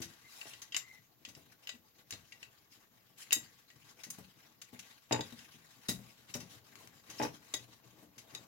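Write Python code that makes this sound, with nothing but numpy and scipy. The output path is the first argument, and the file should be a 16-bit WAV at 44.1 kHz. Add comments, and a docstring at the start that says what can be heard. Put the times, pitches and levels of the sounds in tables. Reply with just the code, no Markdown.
"""A workbench in a small, quiet room; two microphone ports close to gloved hands assembling a steel rifle.
Gloves and sleeves rustle throughout. The rifle bumps the bench, tight parts scrape, slide, squeak and tick,
and sprung catches snap home near 0.8, 1.7 and, hardest, 3.3 s, with clacks of larger parts from 2 s on.
At 5.1 s a hard knock sets the frame shuddering; heavier bumps and two snaps of tacky glove follow.
Another hard knock comes at 7.2 s, then the last clacks and scrapes."""
import sys
import numpy as np
from scipy import signal
from scipy.fft import rfft, irfft, next_fast_len
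from scipy.io import wavfile
from scipy.ndimage import uniform_filter1d

SR = 44100
rng = np.random.default_rng(int(sys.argv[2]) if len(sys.argv) > 2 else 0)


def dump_mix(stems):
    """Bounce the given channels to the path in sys.argv[1] as a 16-bit WAV at rate SR."""
    frames = np.atleast_2d(stems).T  # one column per channel
    limited = np.clip(frames, -1, 1)  # hard clip at full scale
    pcm = np.round(limited * 32767).astype(np.int16)
    wavfile.write(sys.argv[1], SR, pcm)


N = 373527


def amp(db):
    """Decibels to gain."""
    return 10 ** (np.asarray(db) / 20)


def read(points, hz):
    """Reads rows of (Hz, value) on a log-frequency axis."""
    f, value = np.transpose(points)
    return np.interp(np.log(hz + 1), np.log(f + 1), value)


def unit_rms(x):
    """Scales to rms 1."""
    return x / np.sqrt(np.mean(x ** 2) + 1e-20)


def unit_blow(x):
    """Scales a short stereo sound to the energy of 10 ms at rms 1."""
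    return x * np.sqrt(.01 * SR * 2 / (np.sum(x ** 2) + 1e-20))


def add(mix, start, sound):
    """Mixes a stereo sound in at a start in seconds."""
    part = mix[:, max(round(start * SR), 0):][:, :sound.shape[1]]
    part += sound[:, :part.shape[1]]


def bins(size):
    """Frequencies of a spectrum of so many samples."""
    return np.fft.rfftfreq(size, 1 / SR)


def shaped_noise(shape, gain):
    """Noise at rms 1, shaped by a gain per frequency bin."""
    white = rng.standard_normal(shape)
    return unit_rms(irfft(rfft(white) * gain, white.shape[-1]))


def resonance_db(hz, centre_hz, width_hz, height_db):
    """One resonance as a peak on a dB spectrum."""
    return height_db / (1 + ((hz - centre_hz) / width_hz) ** 2)


def ring(modes, t, spread, detune):
    """Dying modes (Hz, dB, t60 s); each blow lands elsewhere and the grip shifts their pitch a little."""
    hz, db, t60 = np.transpose(modes)[:, :, None]
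    shared, apart = rng.uniform(-np.pi, np.pi, (2, len(modes), 1))
    port_phases = np.array([shared + 0.48 * apart, shared - 0.48 * apart])
    phase = spread * np.minimum(hz / 600, 1) * port_phases
    weight, shift = rng.standard_normal((2, len(modes), 1))
    angle = 2 * np.pi * hz * (1 + detune * shift) * t + phase
    fade = amp(db + 1.5 * weight) * 10 ** (-3 * t / t60)
    return (fade * np.cos(angle)).sum(axis=1)


def contact(t, contact_ms, rise_share, after_db, after_t60):
    """Envelope of a touch: it swells, lets go, and nearby surfaces scatter it briefly."""
    progress = t * 1000 / max(contact_ms, .5)
    scatter = amp(after_db) * 10 ** (-3 * t / after_t60)
    return (1 - np.exp(-progress / rise_share)) * (np.exp(-progress) + scatter)


# How alike the two microphone ports hear. Each row: frequency in Hz, correlation (capped at 1).
PORT_LIKENESS = [(100, 2.5), (300, 0.93), (900, 0.17), (3500, 0.17), (12000, 0.17)]
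def at_ports(x, colour_db, lead_ms=0.087):
    """Colours two unrelated signals and makes them partly alike; the left port leads by lead_ms."""
    size = x.shape[1]
    hz = bins(size)
    left, unrelated = rfft(x)
    same = np.clip(read(PORT_LIKENESS, hz), 0, 1)
    delay = np.exp(-2j * np.pi * hz * lead_ms / 1000)
    right = (same * left + np.sqrt(1 - same ** 2) * unrelated) * delay
    log_gain = np.log(amp(np.maximum(colour_db, -100)))
    mirrored = np.concatenate([log_gain, log_gain[1:size - len(hz) + 1][::-1]])
    minimum_phase = np.exp(np.conj(signal.hilbert(mirrored)))[:len(hz)]  # keeps attacks sharp
    return irfft(np.array([left, right]) * minimum_phase, size)


def friction(size, colour, patchy_db, patch_hz):
    """Rubbing noise whose grip comes and goes, and whose colour shifts over edges and hollows."""
    grip = shaped_noise(size, 1 / (1 + (bins(size) / patch_hz) ** 2))
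    spectra = signal.stft(rng.standard_normal((2, size)) * amp(patchy_db * grip), nperseg=256)[2]
    patches = uniform_filter1d(rng.standard_normal(spectra.shape[1:]), size=4, axis=0)
    shift_db = 3.5 * unit_rms(uniform_filter1d(patches, size=9, axis=1))
    rub = signal.istft(spectra * amp(shift_db), nperseg=256)[1][:, :size]
    return unit_rms(at_ports(rub, read(colour, bins(size))))


def regrip(t, lag_s=0.083, half_width_s=0.16):
    """Rustle gain of fingers shifting their hold round each steel contact, more for a firm one."""
    power = 0
    for start, level_db, *_ in PART_TICKS + EDGE_SCRAPES + PART_CLACKS + CATCH_SNAPS:
        rustle_db = -73.5 + 0.43 * (level_db + 31.5)
        power += amp(rustle_db) ** 2 * np.exp(-((t - start - lag_s) / half_width_s) ** 2)
    return np.sqrt(power)


# Spectra of glove rub and dull handling, heard close. Each row: frequency in Hz, density in dB.
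RUB_COLOUR = [(200, -17.5), (900, -0.5), (2300, 2), (7200, -2.5), (8400, -12), (10500, -7), (15500, -14.5)]
HANDLING_COLOUR = [(25, -33.5), (120, 0.5), (250, -0.5), (1200, -12.5), (4000, -35)]
# How busy the hands are. Each row: time in seconds, base rustle in dB, base rumble in dB.
HAND_ACTIVITY = [(0, -71, -81.5), (1.2, -84, -79.5), (4.9, -74.5, -79), (5.4, -68, -80), (6.6, -72.5, -71),
                 (7.1, -69.5, -69), (7.9, -76.5, -74.5), (8.47, -73.5, -69)]
def hands():
    """Gloves rustle and crinkle in fits and starts while the held rifle rumbles faintly."""
    times, rustle_db, rumble_db = np.transpose(HAND_ACTIVITY)
    t = np.arange(N) / SR
    creases = (rng.random(N) < 22 / SR) * amp(4.2 * np.minimum(rng.exponential(1, N), 2))
    burst = rng.standard_normal((2, 2048)) * np.exp(-t[:2048] / 0.034)
    crinkle = signal.oaconvolve(creases[None], burst, axes=1)[:, :N]
    crinkle = unit_rms(at_ports(crinkle, read(RUB_COLOUR, bins(N))))
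    rustle = amp(6.5) * friction(N, RUB_COLOUR, patchy_db=4.0, patch_hz=24.4) + crinkle
    rumble = amp(5.5) * friction(N, HANDLING_COLOUR, patchy_db=1.0, patch_hz=45)
    fidget = amp(2 * shaped_noise(N, bins(N) < 9))
    coarse = t[::256]
    rustle_gain = np.hypot(amp(np.interp(t, times, rustle_db)), np.interp(t, coarse, regrip(coarse)))
    return fidget * (rustle_gain * rustle + amp(np.interp(t, times, rumble_db)) * rumble)


def stray_ticks(per_second=6.3, low_hz=1830, high_hz=5950):
    """Loose parts tick faintly at random, each at its own pitch, louder while the hands are busy."""
    out = np.zeros((2, N))
    times, rustle_db, _ = np.transpose(HAND_ACTIVITY)
    count = int(per_second * N / SR)
    for start, force, pitch in rng.random((count, 3)) * [N / SR, 1, 1]:
        level_db = np.interp(start, times, rustle_db) - 3 + 6 * force
        peak_hz = low_hz * (high_hz / low_hz) ** pitch
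        add(out, start, steel_click(level_db, peak_hz, contact_ms=2))
    return out


# Modes of the steel parts. Each row: frequency in Hz, level in dB, t60 in seconds before damping.
STEEL_MODES = [(1947, -12.5, 0.25), (2737, -1.5, 0.047), (2996, -9.5, 0.053), (3808, -6.5, 0.084),
               (4874, -5.5, 0.11), (4925, -10, 0.15), (6350, -1.5, 0.064), (6820, 1.5, 0.061),
               (7420, 1, 0.046), (9330, -1, 0.045), (11230, -9, 0.06)]
# Spectrum of bare steel meeting steel. Each row: frequency in Hz, density in dB.
CONTACT_COLOUR = [(40, -25.5), (100, -14), (1000, -7.5), (2100, 1), (4300, 0), (5400, 3.5), (7400, -2),
                  (8300, 0.5), (10000, 4), (15500, -0.5)]
def steel_click(level_db, peak_hz, contact_ms, treble_db=-5, top_db=-18, free_db=-2, sustain=0.73):
    """Tiny catches between two steel faces: a gritty crack and the ringing of the parts."""
    t = np.arange(2 ** 13) / SR
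    hz = bins(len(t))
    hardness = [(4200, 0), (5800, treble_db), (7700, treble_db), (8500, top_db)]
    grit = rng.standard_normal((2, len(t))) * amp(2 * np.repeat(rng.standard_normal(len(t) // 32), 32))
    touch = grit * contact(t, contact_ms, rise_share=.25, after_db=-7, after_t60=.06)
    # a longer scrape settles on one resonance
    squeal_db = resonance_db(hz, peak_hz, width_hz=170, height_db=8 + .3 * contact_ms)
    mode_peaks_db = [resonance_db(hz, f, width_hz=111, height_db=3) for f, *_ in STEEL_MODES]
    focus_db = np.max(mode_peaks_db + [squeal_db], axis=0)
    crack = at_ports(touch, read(CONTACT_COLOUR, hz) + read(hardness, hz) + focus_db)
    # modes near peak_hz take most of the blow
    modes = [(f, db + read(hardness, f) + resonance_db(f, peak_hz, 520, 13.5), t60 * sustain)
             for f, db, t60 in STEEL_MODES]
    body = ring(modes, t, spread=1, detune=0.0064)
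    # the other part is smaller, held in the fingers, and rings differently at every touch
    other_part = ring(modes, t, spread=1, detune=.07) * np.exp(-t / .015)
    onset = 1 - np.exp(-t * 1000 / max(contact_ms / 2, .5))
    tone = (body + amp(-0.5) * other_part) * onset
    # hard, brief blows ring most
    ring_db = free_db + 1.5 + 0.2 * min(level_db + 27, 0) - 0.1 * contact_ms
    return amp(level_db) * unit_blow(unit_blow(crack) + amp(ring_db) * unit_blow(tone))


# Spectrum of the bench top's thud. Each row: frequency in Hz, density in dB.
BENCH_COLOUR = [(30, -40.5), (70, -10), (240, 3), (330, -5), (900, -16.5), (4000, -26.5)]
# The rifle bumping the bench. Each row: start in seconds, level in dB, pitch in Hz.
BENCH_BUMPS = [(0.002, -43, 334), (1.275, -54, 252), (1.365, -53, 250), (1.735, -55, 246),
               (2.125, -50, 105), (3.363, -46.5, 290), (4.066, -52.5, 182), (4.183, -46.5, 185),
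               (4.728, -48.5, 248), (5.322, -46.5, 238), (5.542, -56.5, 161), (5.889, -32, 208.4),
               (5.985, -50.5, 125), (6.352, -38, 246.6), (6.716, -60, 221), (7.553, -57, 121),
               (8.024, -53.5, 296)]
def bump(level_db, pitch_hz):
    """A padded push into the bench top, which hums for a few cycles; harder pushes are briefer."""
    contact_ms = 17.5 * .5 ** ((level_db + 50) / 9.5)
    t = np.arange(2 ** 14) / SR
    push = contact(t, contact_ms, rise_share=0.1, after_db=-13, after_t60=0.31)
    thud = at_ports(rng.standard_normal((2, len(t))) * push, read(BENCH_COLOUR, bins(len(t))))
    hum = np.tile(push * np.sin(2 * np.pi * pitch_hz * t), (2, 1))
    return amp(level_db) * unit_blow(unit_blow(thud) + amp(-3.0) * unit_blow(hum))


# Short scrapes of steel along steel. Each row: start in seconds, level in dB, contact time in ms.
EDGE_SCRAPES = [(0.017, -39, 17), (0.617, -44.5, 11.6), (1.286, -51.5, 14), (4.034, -43.5, 13.5),
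                (4.615, -47, 8.6), (4.791, -46, 7.6), (6.4, -47, 18), (7.098, -46, 15.4),
                (7.181, -44.5, 29), (7.222, -37, 24), (8.179, -48.5, 13)]
def scrape(level_db, contact_ms):
    """An edge drags along a face; the slower it goes, the lower it sings."""
    peak_hz = 6710 - 44.4 * contact_ms
    return steel_click(level_db, peak_hz, contact_ms, treble_db=-2, top_db=-9)


# Parts and gloves sliding. Each row: start in seconds, length in seconds, level in dB.
SLIDE_STROKES = [(.22, 0.42, -54.5), (2.69, 0.1, -62), (3.165, 0.093, -51), (6.48, 0.094, -57),
                 (6.775, 0.088, -62), (7.12, 0.12, -57.5)]
def slide(length, level_db):
    """One smooth stroke along the metal, brighter than the rustle of gloves."""
    size = int(length * SR)
    colour = [(hz, db + 2.0 * np.log2(hz)) for hz, db in RUB_COLOUR]
    rub = friction(size, colour, patchy_db=1.5, patch_hz=90)
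    return amp(level_db) * rub * signal.windows.tukey(size, .8)


# Tight parts squeaking. Each row: start in seconds, length in seconds, level in dB, pitch in Hz.
PART_SQUEAKS = [(.235, 0.051, -62, 2120), (.785, 0.23, -61.5, 2070), (7.217, 0.035, -48, 5730)]
def squeak(length, level_db, pitch_hz, arch=0.038, jitter=.022, flutter_db=4, waver_hz=120):
    """Fast stick and slip gives one thin, wavering tone whose pitch rises with the stroke's speed."""
    size = int(length * SR)
    waver, flutter = shaped_noise((2, size), 1 / (1 + (bins(size) / waver_hz) ** 2))
    speed = np.sin(np.pi * np.linspace(0, 1, size) ** 1.31)
    hz = pitch_hz * (1 - arch * (1 - speed) + jitter * waver)
    port_phases = 2 * np.pi * np.cumsum(hz) / SR + np.array([[1], [0]])
    tone = unit_rms(np.sin(port_phases) * amp(flutter_db * flutter))
    return amp(level_db) * tone * signal.windows.tukey(size, .5)


# Small parts touching. 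Each row: start in seconds, level in dB, resonance in Hz, contact time in ms.
PART_TICKS = [(0.413, -44.5, 2720, 2.8), (0.534, -48.5, 3220, 6.1), (0.7213, -43.5, 3170, 7.9),
              (1.2507, -45, 3280, 1.2), (1.35, -53.5, 5520, 2.9), (2.3217, -49.5, 2300, 3.6),
              (2.4284, -47, 2730, 1.8), (3.321, -35, 2210, 3.4), (3.3223, -31, 2920, 2),
              (3.7024, -57.5, 2140, 0.7), (5.324, -55.5, 3770, 2), (5.391, -53.5, 5500, 1.8)]
def tick(level_db, peak_hz, contact_ms, pip_db=-6.5):
    """A dull touch on a small part, which gives one quickly damped pip."""
    body = steel_click(0, peak_hz, contact_ms)
    t = np.arange(body.shape[1]) / SR
    onset = 1 - np.exp(-t * 1000 / max(contact_ms, .5))
    pip = ring([(peak_hz, 0, 0.011)], t, spread=0.94, detune=0) * onset
    return amp(level_db) * unit_blow(body + amp(pip_db) * unit_blow(pip))


# Modes of the rifle lying on the bench. 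Each row: frequency in Hz, level in dB.
FRAME_MODES = [(125, -8), (239, -2), (302, 0), (421, 0.5), (490, -5), (562, -5), (803, -6), (862, -2.5),
               (920, -1)]
# Knocks, further right than the hands.
# Each row: start in seconds, level in dB, relative rattle in dB, seconds until the hands choke it.
FRAME_KNOCKS = [(.455, -52, 2, 0.021), (5.110, -25, -0.5, 0.058), (5.191, -35.5, -6.5, 0.02),
                (7.1985, -26.5, -2, 0.072), (7.539, -43, 9, 0.012)]
def knock(level_db, rattle_db, choke_s, bounce_hz=58):
    """The frame shudders in a run of fast bounces, pulsing its modes and rattling loose parts."""
    t = np.arange(2 ** 15) / SR
    bounces = np.exp(-(t * bounce_hz % 1) / .4)
    modes = [(hz, db, .45) for hz, db in FRAME_MODES]
    shudder = ring(modes, t, spread=0.78, detune=0.0047) * np.sqrt(bounces)
    rattle_colour = [(40, -8.5), (300, 1.5), (950, -0.5), (1300, -8), (2500, -9.5), (9000, -41.5)]
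    chatter = rng.standard_normal((2, len(t))) * bounces * np.exp(-t / 0.15)
    rattle = at_ports(chatter, read(rattle_colour, bins(len(t))), lead_ms=-0.4)
    grip = (1 - np.exp(-t / .0007)) / (1 + (t / choke_s) ** 9)
    blow = unit_blow(shudder * grip) + amp(rattle_db) * unit_blow(rattle * grip)
    blow = signal.sosfilt(signal.butter(4, 95, "high", fs=SR, output="sos"), blow)
    return amp(level_db) * unit_blow(blow) * amp([[-1.6], [1.6]])


# Modes of the catch spring. Each row: frequency in Hz, level in dB, t60 in seconds.
SPRING_MODES = [(3020, -2, 0.19), (7440, 1, 0.24)]
# Sprung catches snapping home. Each row: landing time in seconds, tick level in dB,
# landing level in dB, hardness in dB, resonance in Hz, contact time in ms.
CATCH_SNAPS = [(0.765, -33, -30.5, -12, 7600, 1.0), (1.6913, -43, -40, -19, 3330, 2.4),
               (3.3271, -40, -21.5, 4, 3790, 3.2)]
def catches(lead_s=.0195):
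    """Each catch ticks over its edge; its spring drives it home and rings, more after a hard landing."""
    out = np.zeros((2, N))
    t = np.arange(2 ** 13) / SR
    for start, tick_db, landing_db, hardness_db, peak_hz, contact_ms in CATCH_SNAPS:
        add(out, start - lead_s, tick(tick_db, peak_hz=2890, contact_ms=1.3, pip_db=-4))
        add(out, start, clack(landing_db, hardness_db, peak_hz, contact_ms, free_db=0.5, sustain=0.92))
        spring = unit_blow(ring(SPRING_MODES, t, spread=0.8, detune=.001))
        add(out, start, amp(landing_db + hardness_db - 19) * spring)
    return out


# Small springs set off by a blow. Each row: start in seconds, level in dB, pitch in Hz.
SPRING_PINGS = [(.765, -50.5, 13200), (1.671, -60, 13300), (2.107, -58, 14700), (3.329, -41, 14360),
                (7.538, -57, 13040)]
def ping(level_db, pitch_hz, t60=.09):
    """A thin wire spring rings on a close pair of very high modes."""
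    t = np.arange(2 ** 13) / SR
    pair = [(pitch_hz, 0, t60), (pitch_hz * 1.008, -5, t60)]
    onset = 1 - np.exp(-t / .001)
    return amp(level_db) * unit_blow(ring(pair, t, spread=1, detune=.001) * onset)


# Large parts meeting close to the microphone. Each row: start in seconds, level in dB, hardness in dB,
# resonance in Hz, contact time in ms, freedom to ring in dB.
PART_CLACKS = [(2.107, -41.5, -6.5, 6040, 1.8, -2), (2.124, -42.5, -25, 3740, 1, 2),
               (2.135, -48, -28, 6330, 2.6, 2), (4.1018, -40, 6.5, 6600, 6.9, -7),
               (5.123, -30.5, -13, 4140, 1.5, 10), (5.127, -33.5, -15, 7060, 1.1, 3),
               (5.208, -38.5, -17, 3770, 1.9, 5.5), (5.884, -30, -1, 3850, 22, -1.5),
               (6.339, -37, -11.5, 5700, 9.5, -8), (7.538, -31.5, -5.5, 3650, 6.1, 3),
               (8.349, -41, -10.5, 3800, 1.4, 5.5)]
def clack(level_db, hardness_db, peak_hz, contact_ms, free_db, sustain=0.55):
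    """A firm blow; hardness lifts the top octave fully, the treble in part; a loose part rings more."""
    treble_db = 5.5 + 0.47 * hardness_db
    return steel_click(level_db, peak_hz, contact_ms, treble_db, hardness_db, free_db, sustain)


# Tacky gloves peeling off the rifle. Each row: start in seconds, level in dB.
GLOVE_SNAPS = [(6.7555, -55), (6.874, -55)]
def glove_snap(level_db):
    """Tacky rubber lets go of the steel: one dry, wide snap."""
    t = np.arange(2 ** 11) / SR
    snap = rng.standard_normal((2, len(t))) * np.exp(-t / 0.0014)
    return amp(level_db) * unit_blow(at_ports(snap, read(RUB_COLOUR, bins(len(t)))))


# The small room, heard from the bench. Each row: frequency in Hz, t60 in seconds.
ROOM_DECAY = [(100, 0.45), (400, 0.19), (6000, 0.17)]
def room(x):
    """The short tail of a cluttered workshop, each band dying at its own speed."""
    size = SR // 2
    echoes = rng.standard_normal((2, size)) * (rng.random((2, size)) < .1)
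    onset = np.clip(np.arange(size) / SR / 0.0008 - .5, 0, 1)
    echoes = at_ports(echoes, np.zeros(size // 2 + 1)) * onset
    hz, t, spectra = signal.stft(echoes, SR, nperseg=256)
    decay = 10 ** (-3 * t / read(ROOM_DECAY, hz)[:, None])
    tail = signal.istft(spectra * decay, SR, nperseg=256)[1]
    return signal.fftconvolve(x, tail / np.linalg.norm(tail[0]), axes=1)[:, :N]


# Balance between the microphone ports. Each row: frequency in Hz, left minus right in dB.
PORT_BALANCE = [(60, 9.5), (700, 5), (2000, 6.5), (4400, 4), (6800, 9), (7800, 6.5), (8800, -7.5),
                (15500, 1.5)]
def scene():
    """All the handling in the room, close by and a little left of the microphone."""
    mix = hands() + catches()
    sources = [(PART_TICKS, tick), (EDGE_SCRAPES, scrape), (PART_CLACKS, clack),
               (BENCH_BUMPS, bump), (FRAME_KNOCKS, knock), (SLIDE_STROKES, slide),
               (GLOVE_SNAPS, glove_snap), (SPRING_PINGS, ping), (PART_SQUEAKS, squeak)]
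    for table, source in sources:
        for start, *row in table:
            add(mix, start, source(*row))
    mix += stray_ticks()
    mix += amp(-5.0) * room(mix)
    size = next_fast_len(N + SR // 2, real=True)
    sides = amp(read(PORT_BALANCE, bins(size)) * np.array([[.5], [-.5]]))
    sides /= np.sqrt(np.mean(sides ** 2, axis=0))
    return irfft(rfft(mix, size) * sides, size)[:, :N]


# The microphone's own hiss. Each row: frequency in Hz, density in dB.
HISS_COLOUR = [(30, 3), (200, 7.5), (700, -6.5), (7000, -5), (8500, -38), (10000, -16), (12000, 2.5),
               (15800, 1.5)]
def record(dry):
    """Faint microphone hiss, then a band limit at 16 kHz."""
    hiss = shaped_noise((2, N), amp(read(HISS_COLOUR, bins(N))))
    low_pass = signal.firwin(511, 16000, window=("kaiser", 9), fs=SR)
    return signal.oaconvolve(dry + amp(-70.0) * hiss, low_pass[None], "same")


dry = scene()
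out = record(dry)
dump_mix(out)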